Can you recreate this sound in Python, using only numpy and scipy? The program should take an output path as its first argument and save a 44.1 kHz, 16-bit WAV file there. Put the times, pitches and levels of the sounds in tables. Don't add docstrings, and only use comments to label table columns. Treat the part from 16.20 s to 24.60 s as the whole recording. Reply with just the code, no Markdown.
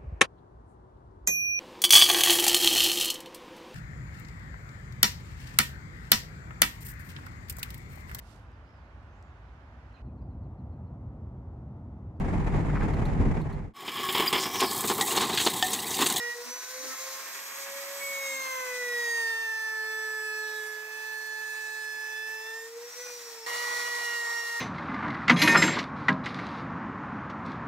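import sys
import numpy as np
from scipy import signal
from scipy.fft import rfft, irfft
from scipy.io import wavfile

SR = 44100
rng = np.random.default_rng(int(sys.argv[2]) if len(sys.argv) > 2 else 0)


def store_wav(level_fs):
    pcm = np.round(np.clip(np.atleast_2d(level_fs), -1, 1) * 32767)
    wavfile.write(sys.argv[1], SR, pcm.T.astype(np.int16))


N = 370440
TIME = np.arange(N) / SR
FREQ = np.maximum(np.arange(N // 2 + 1) * SR / N, 1)
SIDES = np.array([[1], [-1]])
MID_CUT_S, SECOND_PASS_S = 4.5, 7.263
FULL_BITE_DB, CUT_ROAR_DB = -30.5, -54

# f/Hz, coherence/0-1, lead/rad, lead for air from the gap/rad, lead for second-pass air/rad
PORT_IMAGE = [(70.4, 0.93, -4.5, -3.5, -4.5), (221, 1, -3, -2.5, -3), (350, 0.93, -0.5, -1.5, -1.3),
              (516, 0.85, 0.5, 2, 0.8), (773, 0.85, 1.8, 1.84, 1.77), (1090, 0.94, 0.45, .4, 1.86),
              (1400, .8, 1.1, 1, -1), (1800, 0.68, -1.2, -.9, -1), (2300, 0.33, -1.5, -1.5, 0.5),
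              (2750, .45, -1.5, -1, 0), (3300, 0.46, -.4, 1.5, 1.2), (3750, 0.64, 0.5, -1.9, -1),
              (4200, 0.8, -1.1, -3, -0.3), (4770, 0.47, -2.5, -3.5, 3.3), (5400, .25, -2, -2, 0.7),
              (6100, 0.5, 0, 0.5, 2), (6800, 0.36, -0.4, 0.2, 0.2), (8000, 0.26, -2.5, -4.5, -2.7),
              (8650, .27, -2, -0.5, -4.5), (9400, 0.06, -0.2, -3, -5.5), (12500, 0.2, 1.5, -4.5, -4.5),
              (15000, .1, -7, -6, -7)]
# f/Hz, balance/dB
PORT_BALANCE = [(600, 0.5), (1300, -4.5), (2400, 0), (4400, 0.5), (6500, 2), (9000, 1), (11500, -0.5),
                (12200, -9), (15000, -22)]
# t/s, level/dB
JET_LEVEL = [(0, -62), (.7, -51), (1.2, -47.5), (2.15, -47.5), (2.8, -52.5), (3.2, -63), (4, -59),
             (6.6, -69), (7.25, -77), (7.3, -58), (8.4, -64)]
# t/s, roar/dB, vent hiss/dB
AIR_FADERS_FIRST = [(0, -50, -48.5), (.42, -49.5, -45.5), (.72, -46, -42.5), (1.2, -46.5, -45.5),
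                    (1.96, -45.5, -45), (3, -49, -48), (3.32, -53.5, -54), (4.1, -54, -56),
                    (4.3, -52.5, -52.5), (4.84, -54.5, -54), (6.55, -55.5, -54), (6.84, -52, -46),
                    (7.23, -53.5, -49.5)]
AIR_FADERS_SECOND = [(7.29, -41.5, -41.5), (7.57, -41, -41.5), (7.62, -41.5, -42), (8.36, -47, -46)]
# f/Hz, gain at the start/dB, gain deep in the cut/dB, gain in the second pass/dB
AIR_EQ = [(30.02, -32, -49, -50), (74, -16.5, -11, -12), (108, -13, -23, -16.5), (165, -18, -16, -20),
          (223, -5.5, -6.5, -15), (300, -10, -7.5, -14), (460, -6, -5.5, -7), (750, -1, 3, -2.5),
          (1090, 2.5, 3.5, 6), (1560, -0.5, 1, -6.5), (1930, 5.5, 6.5, 3), (2060, 1, 1.5, 4.5),
          (2630, -.5, 3, -9), (2980, -6.5, -10, -6), (3360, -5, -5.5, -2.5), (4050, 4.5, -8.5, 3),
          (4520, 2.5, -3.5, 2), (5380, 4.5, -2, 2), (6400, 2, -4, -1), (7300, -0.5, -3.5, 0.5),
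          (7970, -2, -3.5, -3), (9880, -3, -13.5, -5), (11870, -18, -38, -15), (12160, 2, -4, -4),
          (16000, -9.5, -15.5, -16)]
# t/s, mix/0-1
COVER_MIX = [(2.4, 0), (3.3, 1), (6.3, 1), (6.8, 0.35)]
# t/s, mix/0-1
GAP_MIX = [(.9, 0.24), (1.25, 0.9), (2.5, 1), (3.3, 0.3)]
# f/Hz, width/Hz, lift/dB
GAP_PEAKS = [(3240, 230, 11.5), (7900, 2100, 8.5), (9000, 690, -0.5)]
# f/Hz, width/Hz, relative level/dB
KNOCK_MODES = [(290, 120, -1), (510, 260, -4)]
# f/Hz, level/dB
FENCE_MODES = [(1310, -46), (1830, -48.5)]
# order, level/dB, dB per dB of roar, lead/rad
BEARING_TONES = [(.5, -79, .5, -2.5), (0.655, -78, 0.5, -1.9), (4.35, -66.5, 0.86, -1.5)]
# t/s, length/s, level/dB
ROCKING = [(0.287, 0.11, -49), (0.61, .08, -57), (0.69, 0.2, -51), (2.16, 0.34, -55), (2.801, 1, -71)]
# t/s, level/dB, lead/rad
FAN_WHINE = [(0, -53.5, -4), (.2, -57, -1.3), (.33, -43, -1.1), (.5, -46.5, -2.5), (.84, -45, -2),
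             (1.05, -58, -2.5), (1.38, -51.5, 1), (1.65, -66, 1), (1.9, -51, -2.5), (2.12, -46, 1.2),
             (2.6, -50.5, -2.6), (2.85, -54, -2), (3.1, -49.5, -2), (4.25, -55.5, -2), (4.5, -62, -2),
             (5.1, -66, -1), (5.7, -52.5, -.6), (6.38, -53, -1.4), (6.52, -63, -2.2), (6.66, -55.5, -2),
             (6.72, -49, -6), (6.83, -45.5, 0.7), (7.02, -52.5, -0.7), (7.2, -50, -2), (7.3, -51, 0.8),
             (7.56, -45.5, 0), (7.73, -52.5, 1.2), (7.9, -45.5, 1), (8, -54, 1), (8.2, -45.5, 0.6),
             (8.35, -54, 2)]
# t/s, level/dB
HUM_LEVEL = [(0, -45), (.2, -42.5), (.88, -49), (1.12, -62.5), (1.36, -56.5), (1.45, -46.5), (2.13, -43),
             (2.24, -49.5), (2.5, -40.5), (2.74, -39), (3.41, -56.5), (3.67, -46), (4.43, -45),
             (4.85, -53.5), (5.91, -55), (6.6, -44), (7.1, -50.5), (7.3, -47), (7.9, -48.5), (8.3, -53)]
# t/s, length/s
HUM_DUCKS = [(0.128, 0.074), (0.276, 0.11), (0.43, 0.28), (0.748, 0.12), (6.73, 0.094)]
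# t/s, f/Hz
SPINDLE_FIRST = [(0.0, 477), (0.2, 480.3), (0.33, 497.4), (0.54, 513.4), (1.18, 544.2), (1.6, 553.7),
                 (1.83, 557.6), (1.95, 553), (2.17, 534.6), (2.63, 490), (3.07, 455.4), (3.39, 442.2),
                 (3.6, 436.5), (3.77, 436.2), (4.08, 430.5), (4.59, 428), (4.81, 433.7), (5.8, 431.7),
                 (6.03, 435.5), (6.2, 437.8), (6.47, 455.5), (6.68, 480), (6.84, 494.3), (7.25, 449.6)]
SPINDLE_SECOND = [(7.28, 473.7), (7.41, 480.4), (7.56, 481), (7.75, 479.5), (8.08, 468), (8.39, 466.2)]
# entry t/s, exit t/s
IN_WOOD = [(-.1, 0.14), (1.811, 6.48)]
# t/s, whistle level/dB, left minus right/dB
KNIFE_BITE_FIRST = [(.1, -33.5, -3), (1.85, -37.5, -.5), (2.12, -36.5, .3), (2.46, -41, .5),
                    (2.62, -34.5, -1.5), (3.02, -28.5, -2.5), (3.19, -32.5, -3), (4.15, -34.5, -4.5),
                    (4.5, -37, -8), (4.66, -41, -8.5), (4.88, -36.5, -7), (6.14, -36.5, -6.5),
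                    (6.22, -42, -4), (6.36, -38, -4), (6.45, -46.5, -4)]
KNIFE_BITE_SECOND = [(7.27, -35.5, -6), (7.52, -32, -4), (7.84, -32.5, -4), (7.96, -30, -5),
                     (8.06, -31.5, -1), (8.18, -30.5, -6), (8.24, -34, -1), (8.39, -31, -1.5)]
# f/Hz, width/Hz, lift/dB
HOUSING_PEAKS = [(2458, 293, 11.5), (3890, 680, 7), (4590, 300, 2), (5400, 220, 13), (7670, 270, 7.5),
                 (9260, 730, 13.5)]
# t/s, length/s, order, level/dB
OVERTONE_SWELLS = [(.02, 0.3, 2, -49), (.3, .4, 2, -55), (.02, .25, 3, -52), (.03, 0.35, 5, -53),
                   (0.04, 0.33, 6, -56), (0.03, 0.4, 7, -62), (.02, 0.29, 11, -57), (0.184, 0.14, 4, -52),
                   (0.503, 0.67, 3, -53), (0.87, 0.5, 2, -50.5), (1.86, 0.28, 14, -45.5),
                   (1.84, 0.2, 16, -53), (1.9, 0.36, 22, -51), (2.12, 0.55, 7, -51), (2.12, 0.25, 14, -47),
                   (2.12, .3, 16, -54), (2.23, 0.35, 8, -53), (2.12, .3, 6, -53), (2.35, .2, 6, -55),
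                   (2.36, 0.58, 2, -39), (2.454, 1.2, 3, -46), (2.8, .7, 7, -55), (2.556, 1.4, 5, -50),
                   (2.8, .4, 11, -56), (2.85, .8, 8, -50), (2.85, 1.1, 18, -58), (2.9, .9, 28, -59),
                   (3, 0.81, 24, -60.5), (2.905, 0.33, 14, -44), (2.95, .35, 13, -56),
                   (2.95, 0.75, 20, -55), (2.99, 0.7, 10, -48), (3.2, .9, 6, -47), (3.35, .7, 14, -54),
                   (3.9, .9, 26, -61), (3.35, .7, 22, -63), (3.2, 0.3, 8, -54), (3.3, 1.7, 2, -48),
                   (3.75, 1.1, 5, -57), (3.9, 2.2, 3, -50), (3.65, .4, 10, -54), (3.8, .5, 8, -59),
                   (4.03, 1.3, 18, -52), (4.22, 0.5, 10, -51), (4.25, 0.7, 13, -54), (4.345, 0.32, 9, -54),
                   (4.48, .35, 5, -56), (4.38, 0.49, 8, -56), (4.85, .35, 9, -66), (5.05, 1.1, 10, -53),
                   (5.4, 0.72, 9, -60), (5.5, .8, 18, -57), (6.42, .25, 18, -58), (5.4, 1.5, 20, -62),
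                   (5.35, 1.5, 16, -57), (5.6, 0.8, 10, -56), (5.98, 0.3, 8, -52), (6.28, .2, 8, -53),
                   (6.3, .3, 3, -57), (6.287, 0.45, 2, -51), (6.41, 0.25, 16, -54), (6.85, .25, 3, -55),
                   (6.88, .25, 5, -53), (7.36, 0.3, 6, -45), (7.55, 1, 2, -46), (7.53, .15, 17, -56),
                   (7.65, .8, 7, -56), (7.6, 1.1, 5, -50), (7.68, .16, 6, -49), (7.9, 0.4, 6, -44),
                   (8.27, .45, 6, -49), (8.053, .35, 16, -54), (8.15, 0.5, 13, -55), (4.11, 0.3, 6, -46),
                   (4.8, .7, 6, -49), (5.4, 1, 6, -50), (6.05, 1, 6, -47.5), (6.82, 0.14, 4, -51),
                   (7.598, .1, 11, -47.5)]
# order, relative level/dB, lead/rad
BUZZ_TONES = [(5, -12.5, -1.5), (7, -11.5, -1), (9, -16.5, -0.5), (11, -10.5, 1), (13, -3.5, -1.8),
              (15, -10, 3), (16, -12, -1), (17, -13, -3.5), (19, -16, -3.5), (20, -16.5, 0.3), (21, -24, 2),
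              (22, -15.5, 0.7), (23, -13, 2.7), (24, -17, 1.3), (26, -22, 4), (28, -7, -1.5), (30, -5, -1),
              (32, -7, -4), (34, -7, -3)]
# order, free level re roar/dB,
# level at full bite/dB, dB per dB of bite, second-pass lift/dB, lead in mid cut/rad,
# its drift as the tool travels/(rad/s), second-pass lead/rad
KNIFE_TONES = [(2, -12, -48.5, 0.62, 5, 2, -0.043, -2), (3, -13, -59, 1, 12, 0.93, 0.26, 1.05),
               (6, -34, -55, 2, -3, -2.3, 0.42, -0.9), (8, -33, -62, 0.3, -4, 1.13, .1, 4),
               (10, -32, -55, 1.8, -8, 2, -0.00079, 1.5), (14, -28, -58.5, 1, -10, 0, 0.51, -5),
               (18, -34, -59.5, 2, -6, 1.3, 0.47, 0)]
# f/Hz, lead/rad
WHISTLE_IMAGE = [(1740, -0.7), (1980, -0.67), (2170, 0.63)]


def undb(db):
    return 10 ** (np.asarray(db) / 20)


def unit(x):
    return x / np.sqrt(np.mean(x ** 2))


def curves(rows):
    times, *columns = np.transpose(rows)
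    return np.array([np.interp(TIME, times, column) for column in columns])


def passes(first, second):
    return np.where(TIME < SECOND_PASS_S, first, second)


def swell(centre_s, length_s):
    return np.cos(np.pi * np.clip((TIME - centre_s) / length_s, -.5, .5)) ** 2


def walk(rate_hz):
    count = N // 30
    hz = np.arange(count // 2 + 1) * SR / N
    slow = irfft(rfft(rng.standard_normal(count)) / (1 + (hz / rate_hz) ** 4), count)
    return np.interp(TIME, np.linspace(0, TIME[-1], count), unit(slow))


def spectrum(rows):
    hz, value = np.transpose(rows)
    return np.interp(np.log(FREQ), np.log(hz), value)


def resonance(hz, width_hz):
    return 1 / (1 + 1j * (FREQ / hz - hz / FREQ) * hz / width_hz)


def lift_db(hz, peaks):
    return sum(db / (1 + (2 * (hz - centre) / width) ** 2) for centre, width, db in peaks)


def pan(db):
    gains = undb(SIDES * db / 2)
    return gains / np.sqrt(np.mean(gains ** 2, axis=0))


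def ports(pair, lead_column=0):
    mid, side = rfft(pair)
    hz, coherence, *leads = np.transpose(PORT_IMAGE)
    alike = np.clip(spectrum(np.c_[hz, coherence]), 0, .99)
    stereo = mid * np.sqrt(1 + alike) + SIDES * side * np.sqrt(1 - alike)
    phase_shift = np.exp(.5j * SIDES * spectrum(np.c_[hz, leads[lead_column]]))
    return stereo * phase_shift * pan(spectrum(PORT_BALANCE))


def shaped_noise(response):
    return unit(irfft(ports(rng.standard_normal((2, N))) * response, N))


def partial(angle, lead):
    return np.sqrt(2) * np.sin(angle + rng.uniform(0, 2 * np.pi) + SIDES * lead / 2)


def jet():
    return shaped_noise(resonance(hz=12650, width_hz=1900) ** 2) * undb(curves(JET_LEVEL)[0])


def air(angle, roar_db, hiss_db, crossover_hz=3000, flicker_db=1.1, roar_trim_db=1.51, hiss_trim_db=2.5):
    noise = rng.standard_normal((2, N))
    hz, *eq_columns = np.transpose(AIR_EQ)
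    free_eq, covered_eq, second_eq = (undb(spectrum(np.c_[hz, db])) for db in eq_columns)
    flow = ports(noise)
    gap_flow = ports(noise, lead_column=1) * undb(lift_db(FREQ, GAP_PEAKS))
    colours = (flow * free_eq, gap_flow * free_eq, flow * covered_eq,
               ports(noise, lead_column=2) * second_eq)
    cover, gap = curves(COVER_MIX)[0], curves(GAP_MIX)[0]

    def band(response, db):
        lifted, lowered, deep, second = (unit(irfft(response * colour, N)) for colour in colours)
        uncovered = (1 - gap) * lifted + gap * lowered
        first = (1 - cover) * uncovered + cover * deep
        return passes(first, second) * undb(db + flicker_db * walk(21))

    lows = 1 / (1 + (FREQ / crossover_hz) ** 12)
    throb = 1 + 0.029 * np.sin(angle)
    return band(lows, roar_db + roar_trim_db) + band(1 - lows, hiss_db + hiss_trim_db) * throb


def knock(at_s=0.65, length_s=0.11, level_db=-51):
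    body = sum(undb(db) * resonance(hz, width) ** 2 for hz, width, db in KNOCK_MODES)
    return undb(level_db) * swell(at_s, length_s) * shaped_noise(body)


def scrape(at_s=0.724, length_s=0.14, slip_rad=.25, flutter_db=1):
    ring = 0
    for hz, db in FENCE_MODES:
        gain = undb(db + flutter_db * walk(60))
        ring += gain * partial(2 * np.pi * hz * TIME + slip_rad * walk(50), lead=.5)
    return swell(at_s, length_s) * ring


def bearings(angle, roar_db, slip_rad=0.25):
    out = 0
    for order, db, follow, lead in BEARING_TONES:
        gain = undb(db + follow * (roar_db - CUT_ROAR_DB))
        out += gain * partial(order * angle + slip_rad * walk(6.9), lead)
    return out


def judder(angle):
    envelope = sum(undb(db) * swell(at_s, length_s) for at_s, length_s, db in ROCKING)
    return envelope * partial(angle / 2, lead=-2.34)


def fan(angle, blades=12, flutter_db=2, jitter_rad=0.11):
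    db, lead = curves(FAN_WHINE)
    return undb(db + flutter_db * walk(27)) * partial(blades * angle + jitter_rad * walk(64), lead)


def hum(angle, touch, duck_db=-18):
    ducking_db = duck_db * sum(swell(at_s, length_s) for at_s, length_s in HUM_DUCKS)
    flutter_db = (0.5 + (1 - touch) * 1.1) * walk(24)
    return undb(curves(HUM_LEVEL)[0] + ducking_db + flutter_db) * partial(angle, lead=-0.31)


def shaft_angle(speed_hz, wobble=0.000658, chatter=0.001096):
    uneven_hz = speed_hz * (1 + wobble * walk(14.57) + chatter * walk(182))
    return 2 * np.pi * np.cumsum(uneven_hz) / SR


def contact(fade_s=0.039):
    return sum(np.clip(np.minimum(TIME - enters, leaves - TIME) / fade_s + .5, 0, 1)
               for enters, leaves in IN_WOOD)


def chips(touch, load_db, ticks_per_s=700, level_db=-63, follow=.3):
    hits = rng.random((2, N)) < ticks_per_s / SR
    accents_db = 3 * np.minimum(rng.exponential(size=(2, N)), 4)
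    crackle = irfft(ports(hits * undb(accents_db)) * resonance(hz=5000, width_hz=5000) ** 2, N)
    return unit(crackle) * touch * undb(level_db + follow * load_db)


def overtone_swell(order):
    return sum(undb(db) * swell(at_s, length_s)
               for at_s, length_s, swelling, db in OVERTONE_SWELLS if swelling == order)


def buzz(angle, speed_hz, touch, load_db, follow=0.19, wander_db=3.5, flutter_db=1.7, blur_rad=0.016):
    balance_db, out = spectrum(PORT_BALANCE), 0
    strength = touch * undb(passes(-58, -61) + follow * load_db)
    for order, db, lead in BUZZ_TONES:
        housing_db = lift_db(order * speed_hz, HOUSING_PEAKS)
        gain = strength * undb(db + housing_db + wander_db * np.minimum(walk(12), 1))
        sides = pan(np.interp(order * np.mean(speed_hz), FREQ, balance_db))
        tone = partial(order * (angle + blur_rad * walk(90)), lead + 0.24 * walk(2.9))
        out += np.hypot(gain, overtone_swell(order)) * undb(flutter_db * walk(26)) * sides * tone
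    return out


def knife_whine(angle, speed_hz, touch, load_db, roar_db, free_wander_db=2, wander_db=1.7, flutter_db=1):
    out = 0
    for order, free_db, cut_db, follow, second_db, lead, drift, second_lead in KNIFE_TONES:
        free = undb(roar_db + free_db + free_wander_db * walk(13))
        cutting = undb(cut_db + follow * load_db + passes(0, second_db) + wander_db * walk(6.8))
        gain = ((1 - touch) * free + touch * cutting) * undb(lift_db(order * speed_hz, HOUSING_PEAKS))
        first_lead = touch * (lead + drift * (TIME - MID_CUT_S))
        tone = partial(order * angle, passes(first_lead, second_lead))
        out += np.hypot(gain, overtone_swell(order)) * undb(flutter_db * walk(24)) * tone
    return out


def whistle(angle, speed_hz, touch, bite_db, pan_db, roar_db, order=4, free_flutter_db=3, flutter_db=0.5):
    pitch_hz = order * speed_hz
    free = undb(roar_db - 14 + lift_db(pitch_hz, HOUSING_PEAKS) + free_flutter_db * walk(25))
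    cutting = undb(bite_db + flutter_db * walk(14)) * pan(pan_db)
    gain = (1 - touch) * free + touch * cutting + overtone_swell(order)
    lead = np.interp(pitch_hz, *np.transpose(WHISTLE_IMAGE))
    return gain * partial(order * angle, lead)


def scene():
    speed_hz, = passes(curves(SPINDLE_FIRST), curves(SPINDLE_SECOND))
    bite_db, pan_db = passes(curves(KNIFE_BITE_FIRST), curves(KNIFE_BITE_SECOND))
    roar_db, hiss_db = passes(curves(AIR_FADERS_FIRST), curves(AIR_FADERS_SECOND))
    angle = shaft_angle(speed_hz)
    touch = passes(contact(), 0.8)
    load_db = bite_db - FULL_BITE_DB
    motor = hum(angle, touch) + fan(angle) + bearings(angle, roar_db)
    bed = air(angle, roar_db, hiss_db) + jet()
    cutter = whistle(angle, speed_hz, touch, bite_db, pan_db, roar_db)
    cutter += knife_whine(angle, speed_hz, touch, load_db, roar_db)
    grit = buzz(angle, speed_hz, touch, load_db) + chips(touch, load_db)
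    handling = judder(angle) + knock() + scrape()
    return bed + handling + motor + grit + cutter


def record(dry, top_hz=15700):
    return signal.sosfilt(signal.ellip(14, .2, 80, top_hz, fs=SR, output="sos"), dry)


dry = scene()
out = record(dry)
store_wav(out)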